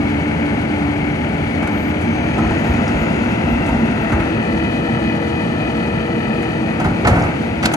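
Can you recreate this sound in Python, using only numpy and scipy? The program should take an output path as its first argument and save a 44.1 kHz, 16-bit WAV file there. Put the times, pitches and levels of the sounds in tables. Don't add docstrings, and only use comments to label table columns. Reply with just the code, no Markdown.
import sys
import numpy as np
from scipy import signal
from scipy.fft import rfft, irfft
from scipy.io import wavfile

SR = 44100
rng = np.random.default_rng(int(sys.argv[2]) if len(sys.argv) > 2 else 0)


def dump_mix(stems):
    frames = np.atleast_2d(stems).T
    limited = np.clip(frames, -1, 1)
    pcm = np.round(limited * 32767).astype(np.int16)
    wavfile.write(sys.argv[1], SR, pcm)


N = 342208
TIME = np.arange(N) / SR
HZ = np.maximum(np.arange(N // 2 + 1) * SR / N, 1)


def amp(db):
    return 10 ** (np.asarray(db) / 20)


def unit_rms(x):
    return x / np.sqrt(np.mean(x ** 2, axis=-1, keepdims=True) + 1e-20)


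def in_time(curve):
    return np.interp(TIME, *np.transpose(curve))


def at_hz(curve):
    hz, value = np.transpose(curve)
    return np.interp(np.log(HZ), np.log(np.maximum(hz, 1)), value)


def noise_pair():
    return rng.standard_normal((2, N))


def colour(x, spectrum):
    inside = (HZ > spectrum[0][0]) & (HZ < spectrum[-1][0])
    return unit_rms(irfft(rfft(x) * amp(at_hz(spectrum)) * inside, N))


def drift(rate_hz):
    step = 40
    pole = np.exp(-2 * np.pi * rate_hz * step / SR)
    slow = signal.lfilter([1], [1, -2 * pole, pole ** 2], rng.standard_normal(N // step + 2002))[2000:]
    return np.interp(np.arange(N) / step, np.arange(len(slow)), unit_rms(slow))


def tone(hz, level_db, waver_hz):
    gain = np.sqrt(2) * amp(level_db + 2 * drift(5.7))
    return gain * np.sin(2 * np.pi * np.cumsum(hz + waver_hz * drift(34)) / SR)


def noise_band(hz, width_hz):
    pole = np.exp(-np.pi * width_hz / SR)
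    real, imag = unit_rms(signal.lfilter([1], [1, -2 * pole, pole ** 2], noise_pair()))
    phase = 2 * np.pi * np.cumsum(hz) / SR
    return real * np.cos(phase) + imag * np.sin(phase)


def ring(force, modes):
    out = 0
    for k, (hz, level_db, t60_s) in enumerate(modes):
        pole, angle = amp(-60 / (t60_s * SR)), 2 * np.pi * hz / SR
        mode = signal.lfilter([0, np.sin(angle)], [1, -2 * pole * np.cos(angle), pole ** 2], force + 1e-18)
        out = out + amp(level_db) * rng.normal(1, 0.2) * (-1) ** k * mode
    return out


def add_hit(out, hit, start_s, peak_db):
    i = round(start_s * SR)
    out[i:i + len(hit)] += (amp(peak_db) * hit / np.abs(hit).max())[:N - i]


# frequency_hz, relative_db
ROAR_SPECTRUM = [(22, -37), (65, -4.5), (130, -4), (167, -1), (190, -5), (221, 3), (262, -5.5), (289, -4),
                 (391, -9.5), (470, -14.5), (503, -11.5), (859, -13.5), (1050, -25.5), (1200, -20),
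                 (1560, -25), (2000, -53)]
def roar(effort_db):
    return amp(-19.5 + effort_db + .5 * drift(31)) * colour(noise_pair(), ROAR_SPECTRUM)


# frequency_hz, relative_db
HISS_SPECTRUM = [(1760, -40), (3000, 1), (3440, -1.5), (4760, -5), (5310, -12.5), (6490, -8.5),
                 (7500, -16.5), (8030, -12), (11100, -21), (12700, -31.5), (15600, -36)]
def hiss(effort_db):
    return amp(-44 + 0.37 * effort_db + 0.93 * drift(21)) * colour(noise_pair(), HISS_SPECTRUM)


GEAR_ORDERS = [.192, 1, 1.385, 2, 4.2, 5, 5.305, 3.79, 5.648]
# early_db, middle_db, late_db
GEAR_LEVELS = [(-25, -53, -49), (-38.5, -38, -26.5), (-48, -34, -39), (-29, -69, -48.5), (-56, -31.5, -38),
               (-30, -65, -54), (-27.5, -66, -50), (-70, -44, -37), (-58, -29, -92)]
def gear_whine(tooth_hz, shares):
    return sum(tone(order * tooth_hz, np.dot(levels_db, shares), waver_hz=.6 * order)
               for order, levels_db in zip(GEAR_ORDERS, GEAR_LEVELS))


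# time_s, level_db
HUM_LEVEL = [(0, -25), (2.0, -27.5), (2.62, -25.5), (2.8, -38.5), (3.88, -37.5), (4.1, -27.5),
             (7.76, -32.5)]
def engine_hum(tooth_hz, order=.6925):
    return tone(order * tooth_hz, in_time(HUM_LEVEL) + 2.5 * drift(8.5), waver_hz=4)


# frequency_hz, relative_db
EARLY_SPECTRUM = [(900, -19), (954, -4), (1030, -5), (1140, -17), (1500, -1.5), (1900, -7), (2190, 1),
                  (2320, 2), (2480, -11.5), (2810, -9.5), (3320, -14), (3600, -57)]
MIDDLE_SPECTRUM = [(530, -21), (900, -1.5), (976, 0), (1100, -26), (1400, 2), (1710, -13), (1850, -1),
                   (2370, -13.5), (2630, -1.5), (3010, -22), (3600, -18.5), (4680, -39)]
LATE_SPECTRUM = [(530, -45), (900, -2), (970, -17), (1030, -33), (1240, -5.5), (1310, 6.5), (1590, -23.5),
                 (1730, 4.5), (1810, 3), (2020, 0.5), (2180, -31), (2370, -6), (2510, 5), (2600, -2.5),
                 (2780, -17), (2930, -4.5), (3080, -7), (3320, -18.5), (4680, -17)]
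def clatter(tooth_hz, shares, firings_per_tooth=.0843, throb_db=0.9):
    firings = np.cumsum(firings_per_tooth * tooth_hz) / SR
    pulses = np.diff(np.floor(firings), prepend=0) * amp(1.3 * drift(31))
    t = np.arange(2205) / SR
    burst = rng.standard_normal((2, len(t))) * np.exp(-t / .03)
    white_rattle = irfft(np.exp(1j * np.angle(rfft(burst))), len(t))
    repeated = unit_rms(signal.fftconvolve(pulses[None], white_rattle, axes=1)[:, :N])
    evenness = np.dot([.3, .6, .78], shares)
    source = np.sqrt(evenness) * repeated + np.sqrt(1 - evenness) * noise_pair()
    source *= amp(throb_db * np.cos(2 * np.pi * firings))
    spectra = EARLY_SPECTRUM, MIDDLE_SPECTRUM, LATE_SPECTRUM
    return sum(share * colour(source, spectrum) for share, spectrum in zip(shares, spectra))


# change_s, middle_colour_share, late_colour_share
TONE_SHIFTS = [(0, 0.19, 0.18), (2.2, 0.24, 0.38), (2.75, 0.52, 0.11), (3.5, 0.67, 0.071),
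               (4.33, 0.01, 0.77), (6.72, 0.38, 0.17)]
def colour_shares(blend_s=0.39):
    change_s, *columns = np.transpose(TONE_SHIFTS)
    arrived = np.clip((TIME - change_s[1:, None]) / blend_s + .5, 0, 1)
    middle, late = np.clip([share[0] + np.diff(share) @ arrived for share in columns], 0, 1)
    shares = np.array([np.clip(1 - middle - late, 0, 1), middle, late])
    return shares / shares.sum(axis=0)


# time_s, tooth_rate_hz
PUMP_SPEED = [(0, 420), (1.5, 422), (2.05, 436), (2.7, 480), (3.25, 485), (4.6, 473.5), (7.1, 469.5),
              (7.76, 474)]
# time_s, effort_db
ENGINE_EFFORT = [(0, 0), (1.2, -1), (2.0, -.5), (2.7, 2), (3.3, 1), (4.4, .5), (6.4, -1), (7.76, -2)]
def diesel():
    tooth_hz, effort_db, shares = in_time(PUMP_SPEED), in_time(ENGINE_EFFORT), colour_shares()
    engine = roar(effort_db) + hiss(effort_db)
    engine[0] += gear_whine(tooth_hz, shares) + engine_hum(tooth_hz)
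    return engine + amp(-28.5 + 1.36 * effort_db) * clatter(tooth_hz, shares)


# time_s, level_db
RUSTLE_LEVEL = [(1.6, -66), (2.6, -51), (3.1, -54), (4.3, -56.5), (4.7, -80)]
def rubbish_rustle(grains_per_s=500):
    born = rng.random((2, N)) < grains_per_s * amp(4 * drift(9)) / SR
    strength_db = np.minimum(rng.exponential(1, (2, N)), 5)
    clicks = born * amp(strength_db) * rng.choice([-1, 1], (2, N))
    grain = rng.standard_normal((1, 200)) * np.hanning(200)
    crackle = signal.fftconvolve(clicks, grain, axes=1)[:, :N]
    return amp(in_time(RUSTLE_LEVEL)) * colour(crackle, [(3000, -23), (5000, 5), (9000, 0), (15000, -20)])


# start_s, hollow_db, crack_db, snap_db, t60_s, tilt_db_per_octave
BIN_KNOCKS = [(1.626, -15.5, -43, -40, 0.093, 2), (1.673, -16, -31, -27.5, 0.038, 4.5),
              (2.009, -36, -50, -43, 0.2, 9), (2.38, -9.5, -41, -42, 0.16, -4),
              (2.506, -11, -48, -33, 0.039, -8), (2.642, -16, -42, -52, 0.24, -7),
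              (2.876, -18, -42, -44, 0.21, 3.5), (3.659, -17, -43, -41, 0.16, -6),
              (3.688, -11, -42, -40, 0.094, -6), (4.097, -14, -50, -55, 0.15, -6),
              (4.12, -11.5, -38, -39, 0.12, 1.5), (4.152, -17, -54, -58, 0.16, -11),
              (4.197, -16.5, -48, -54, 0.2, 2), (6.423, -23, -43, -39, 0.076, 5),
              (6.797, -10.5, -36, -38, 0.16, -1), (6.842, -9.5, -36, -41, 0.19, -4),
              (7.047, -3, -27, -46, 0.1, 0.5), (7.07, 0.5, -20.5, -24, 0.1, 1), (7.09, -12, -41, -45, 1, 3),
              (7.153, -8.5, -52, -54, 0.45, -2), (7.191, -24, -46, -46, .2, -11),
              (7.233, -14, -47, -50, 0.28, 3), (7.626, -8, -27.5, -36, 0.35, 2.5),
              (7.652, -19, -18, -36, 0.08, 3), (7.657, -5.5, -1, -3, 0.023, 3),
              (7.72, -26, -38, -35, 0.096, -3), (7.737, -6, -17, -14, 0.042, 2)]
# pitch_hz, relative_db, t60_s
BIN_MODES = [(330, -1, 0.016), (420, -7, 0.024), (590, 4, 0.0023), (733, -2, 0.0073), (774, 8.5, 0.0075),
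             (1030, -24, 0.008), (1304, -1.5, 0.0097), (1616, -4, 0.024), (1690, -4.5, 0.01),
             (2190, -1.5, 0.011), (2960, -5.5, 0.0035)]
# frequency_hz, relative_db
CRACK_SPECTRUM = [(2500, 9), (3500, 1), (4700, 0.5), (6500, -9.5), (8000, -4)]
SNAP_SPECTRUM = [(6000, 19.5), (7500, 11.5), (10000, 12.5), (13000, -2), (14800, 4), (15900, -14)]
def bin_knocks(rise_s=0.00441, set_down_s=6.7, left_lag_s=.00019):
    out, t = np.zeros((2, N)), np.arange(SR // 3) / SR
    crack, snap = colour(noise_pair(), CRACK_SPECTRUM), colour(noise_pair(), SNAP_SPECTRUM)
    crack = crack[0] + .5 * crack[1] * [[1], [-1]]
    snap[1] = 0.4 * snap[0] + 0.78 * snap[1]
    soft_walls = signal.butter(3, 3230, fs=SR, output="sos")
    rise = 1 - np.exp(-(t / rise_s) ** 2)
    for start_s, hollow_db, crack_db, snap_db, t60_s, tilt_db in BIN_KNOCKS:
        decay_db = -60 * t / t60_s
        contacts = signal.sosfilt(soft_walls, rng.standard_normal(len(t)) * rise * amp(decay_db))
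        modes = [(hz, level_db + tilt_db * np.log2(hz / BIN_MODES[0][0]), ring_s)
                 for hz, level_db, ring_s in BIN_MODES]
        left, other = ring(contacts, modes), ring(contacts, modes)
        hollow = np.array([left, 0.8 * left + 0.5 * other])
        i = round((start_s - rise_s / 2) * SR)
        n = min(len(t), N - i)
        treble = amp(crack_db) * crack[:, i:i + n] + amp(snap_db) * snap[:, i:i + n]
        treble *= (rise * amp(decay_db / 0.78))[:n]
        hit = amp(hollow_db) * hollow[:, :n] / np.abs(hollow).max() + treble
        lag, left_db = (round(left_lag_s * SR), 1) if start_s > set_down_s else (0, 0)
        out[0, i + lag:i + n] += amp(left_db) * hit[0, :n - lag]
        out[1, i:i + n] += hit[1]
    return out


# time_s, level_db
TURBO_LEVEL = [(1.7, -80), (2.1, -56), (2.9, -55), (3.3, -60)]
def turbo_whistle(order=14.05):
    spooling = (TIME > TURBO_LEVEL[0][0]) & (TIME < TURBO_LEVEL[-1][0])
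    return spooling * amp(in_time(TURBO_LEVEL)) * noise_band(order * in_time(PUMP_SPEED), width_hz=330)


# start_s, length_s, from_hz, to_hz, level_db
PIVOT_SQUEAKS = [(1.717, 0.2, 12400, 13450, -59), (2.573, .05, 13700, 13000, -63),
                 (2.635, 0.11, 12900, 13400, -61), (2.982, 0.069, 12500, 13900, -59),
                 (3.27, 0.067, 12500, 13500, -66), (3.487, .07, 12400, 13400, -61),
                 (3.78, 0.031, 12700, 13200, -63), (3.998, .06, 12600, 13540, -64)]
def pivot_squeaks(edge_s=.015):
    hz, gain = np.zeros(N), np.zeros(N)
    for start_s, length_s, from_hz, to_hz, level_db in PIVOT_SQUEAKS:
        t = TIME - start_s
        gate = np.clip(np.minimum(t, length_s - t) / edge_s, 0, 1)
        hz += (gate > 0) * (from_hz + (to_hz - from_hz) * t / length_s)
        gain += gate * amp(level_db)
    return gain * noise_band(hz, width_hz=350)


# start_s, peak_db, panel_hz
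JOLTS = [(2.388, -13, 170), (2.431, -20, 49.6), (2.675, -12.5, 70.5), (2.732, -13.5, 230),
         (2.868, -17.5, 230), (2.93, -16.5, 55), (3.161, -20, 81), (3.2, -12, 232), (3.463, -10.5, 233),
         (3.51, -19, 55.7), (3.689, -15, 69.1), (3.72, -11, 233), (3.822, -14.5, 240), (4.12, -9.5, 80),
         (6.85, -10.5, 168), (7.054, -6, 155), (7.09, -7, 81), (7.152, -9.5, 160)]
# pitch_hz, relative_db, t60_s
HOPPER_MODES = [(43, 4.5, 0.19), (57.7, 8, 0.092), (78.5, -3, 0.15), (108, 5.5, 0.14), (172.7, 0.5, 0.14),
                (187, -10.5, 0.22), (235.6, 2.5, 0.43), (295, 9.5, 0.094)]
def hopper_booms(contact_s=0.0045, falloff_db_per_octave=14):
    out = np.zeros(N)
    push = np.pad(np.hanning(round(contact_s * SR)), (0, SR // 2))
    swell = np.clip(TIME[:len(push)] / 0.01, 0, 1)
    for start_s, peak_db, panel_hz in JOLTS:
        modes = [(hz, level_db - falloff_db_per_octave * abs(np.log2(hz / panel_hz)), t60_s)
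                 for hz, level_db, t60_s in HOPPER_MODES]
        add_hit(out, ring(push, modes) * swell, start_s, peak_db)
    return out


# start_s, peak_db
METAL_CLINKS = [(2.878, -28), (2.891, -38), (7.223, -29)]
# pitch_hz, relative_db, t60_s
METAL_MODES = [(4880, 0.5, 0.044), (5600, 2, 0.026), (6440, -2, 0.022), (6700, -3, .025)]
def metal_clinks():
    out, touch = np.zeros(N), np.pad(np.hanning(5), (0, SR // 10))
    for start_s, peak_db in METAL_CLINKS:
        add_hit(out, ring(touch, METAL_MODES), start_s, peak_db)
    return out


# time_s, level_db
CAR_LEVEL = [(5.6, -62), (6.4, -47), (7.0, -24), (7.76, -34)]
# frequency_hz, relative_db
TYRE_SPECTRUM = [(150, 13), (700, -1), (1500, -27), (3000, -27), (8000, -44)]
def passing_car():
    direct, diffuse = colour(noise_pair(), TYRE_SPECTRUM)
    return amp(in_time(CAR_LEVEL)) * from_left(direct, diffuse)[::-1]


# frequency_hz, left_lead_rad
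STEREO_PHASE = [(0, 0), (520, 1.2), (1800, 2.4), (2700, 2.2), (3700, 3.5), (4500, 5.1), (6400, 6.2),
                (8300, 9.4), (9400, 7.6), (10400, 2 * np.pi), (16000, 2 * np.pi)]
# frequency_hz, left_minus_right_db
STEREO_BALANCE = [(200, 0), (380, -2), (700, 5.5), (1290, 5.5), (2380, 8), (4400, 4.5), (8120, -1),
                  (10500, -2)]
# frequency_hz, likeness_0_to_1
STEREO_LIKENESS = [(40, 0.9), (90, 1), (250, 1), (500, 0.27), (1000, 1), (2000, 0.6), (4000, 0.6),
                   (9000, 0.26), (10500, 1)]
def from_left(direct, diffuse):
    alike = at_hz(STEREO_LIKENESS)
    delay = np.exp(-1j * np.interp(HZ, *np.transpose(STEREO_PHASE)))
    left = rfft(direct)
    right = alike * delay * left + np.sqrt(1 - alike ** 2) * rfft(diffuse)
    lean = amp(at_hz(STEREO_BALANCE) / 2)
    return irfft(np.array([left * lean, right / lean]), N)


def street_echoes(x):
    dull, out = signal.lfilter([.04], [1, -1.6, .64], x), x.copy()
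    for lag_s, level_db in [(.013, -5.5), (.031, -11.3), (.058, -3)]:
        lag = round(lag_s * SR)
        out[:, lag:] += amp(level_db) * dull[::-1, :-lag]
    return out


def scene():
    direct, diffuse = diesel() + rubbish_rustle()
    vehicles = from_left(direct, diffuse) + passing_car()
    centre = turbo_whistle() + pivot_squeaks() + metal_clinks()
    return vehicles + centre + street_echoes(bin_knocks() + hopper_booms())


def record(dry, low_cut_hz=41.2, top_cut_hz=15500):
    low_cut = signal.butter(3, low_cut_hz, "high", fs=SR, output="sos")
    top_cut = signal.ellip(10, .5, 90, top_cut_hz, fs=SR, output="sos")
    rounded = 1.285 * np.tanh(signal.sosfilt(low_cut, dry) / 1.115)
    return signal.sosfilt(top_cut, rounded)


dry = scene()
out = record(dry)
dump_mix(out)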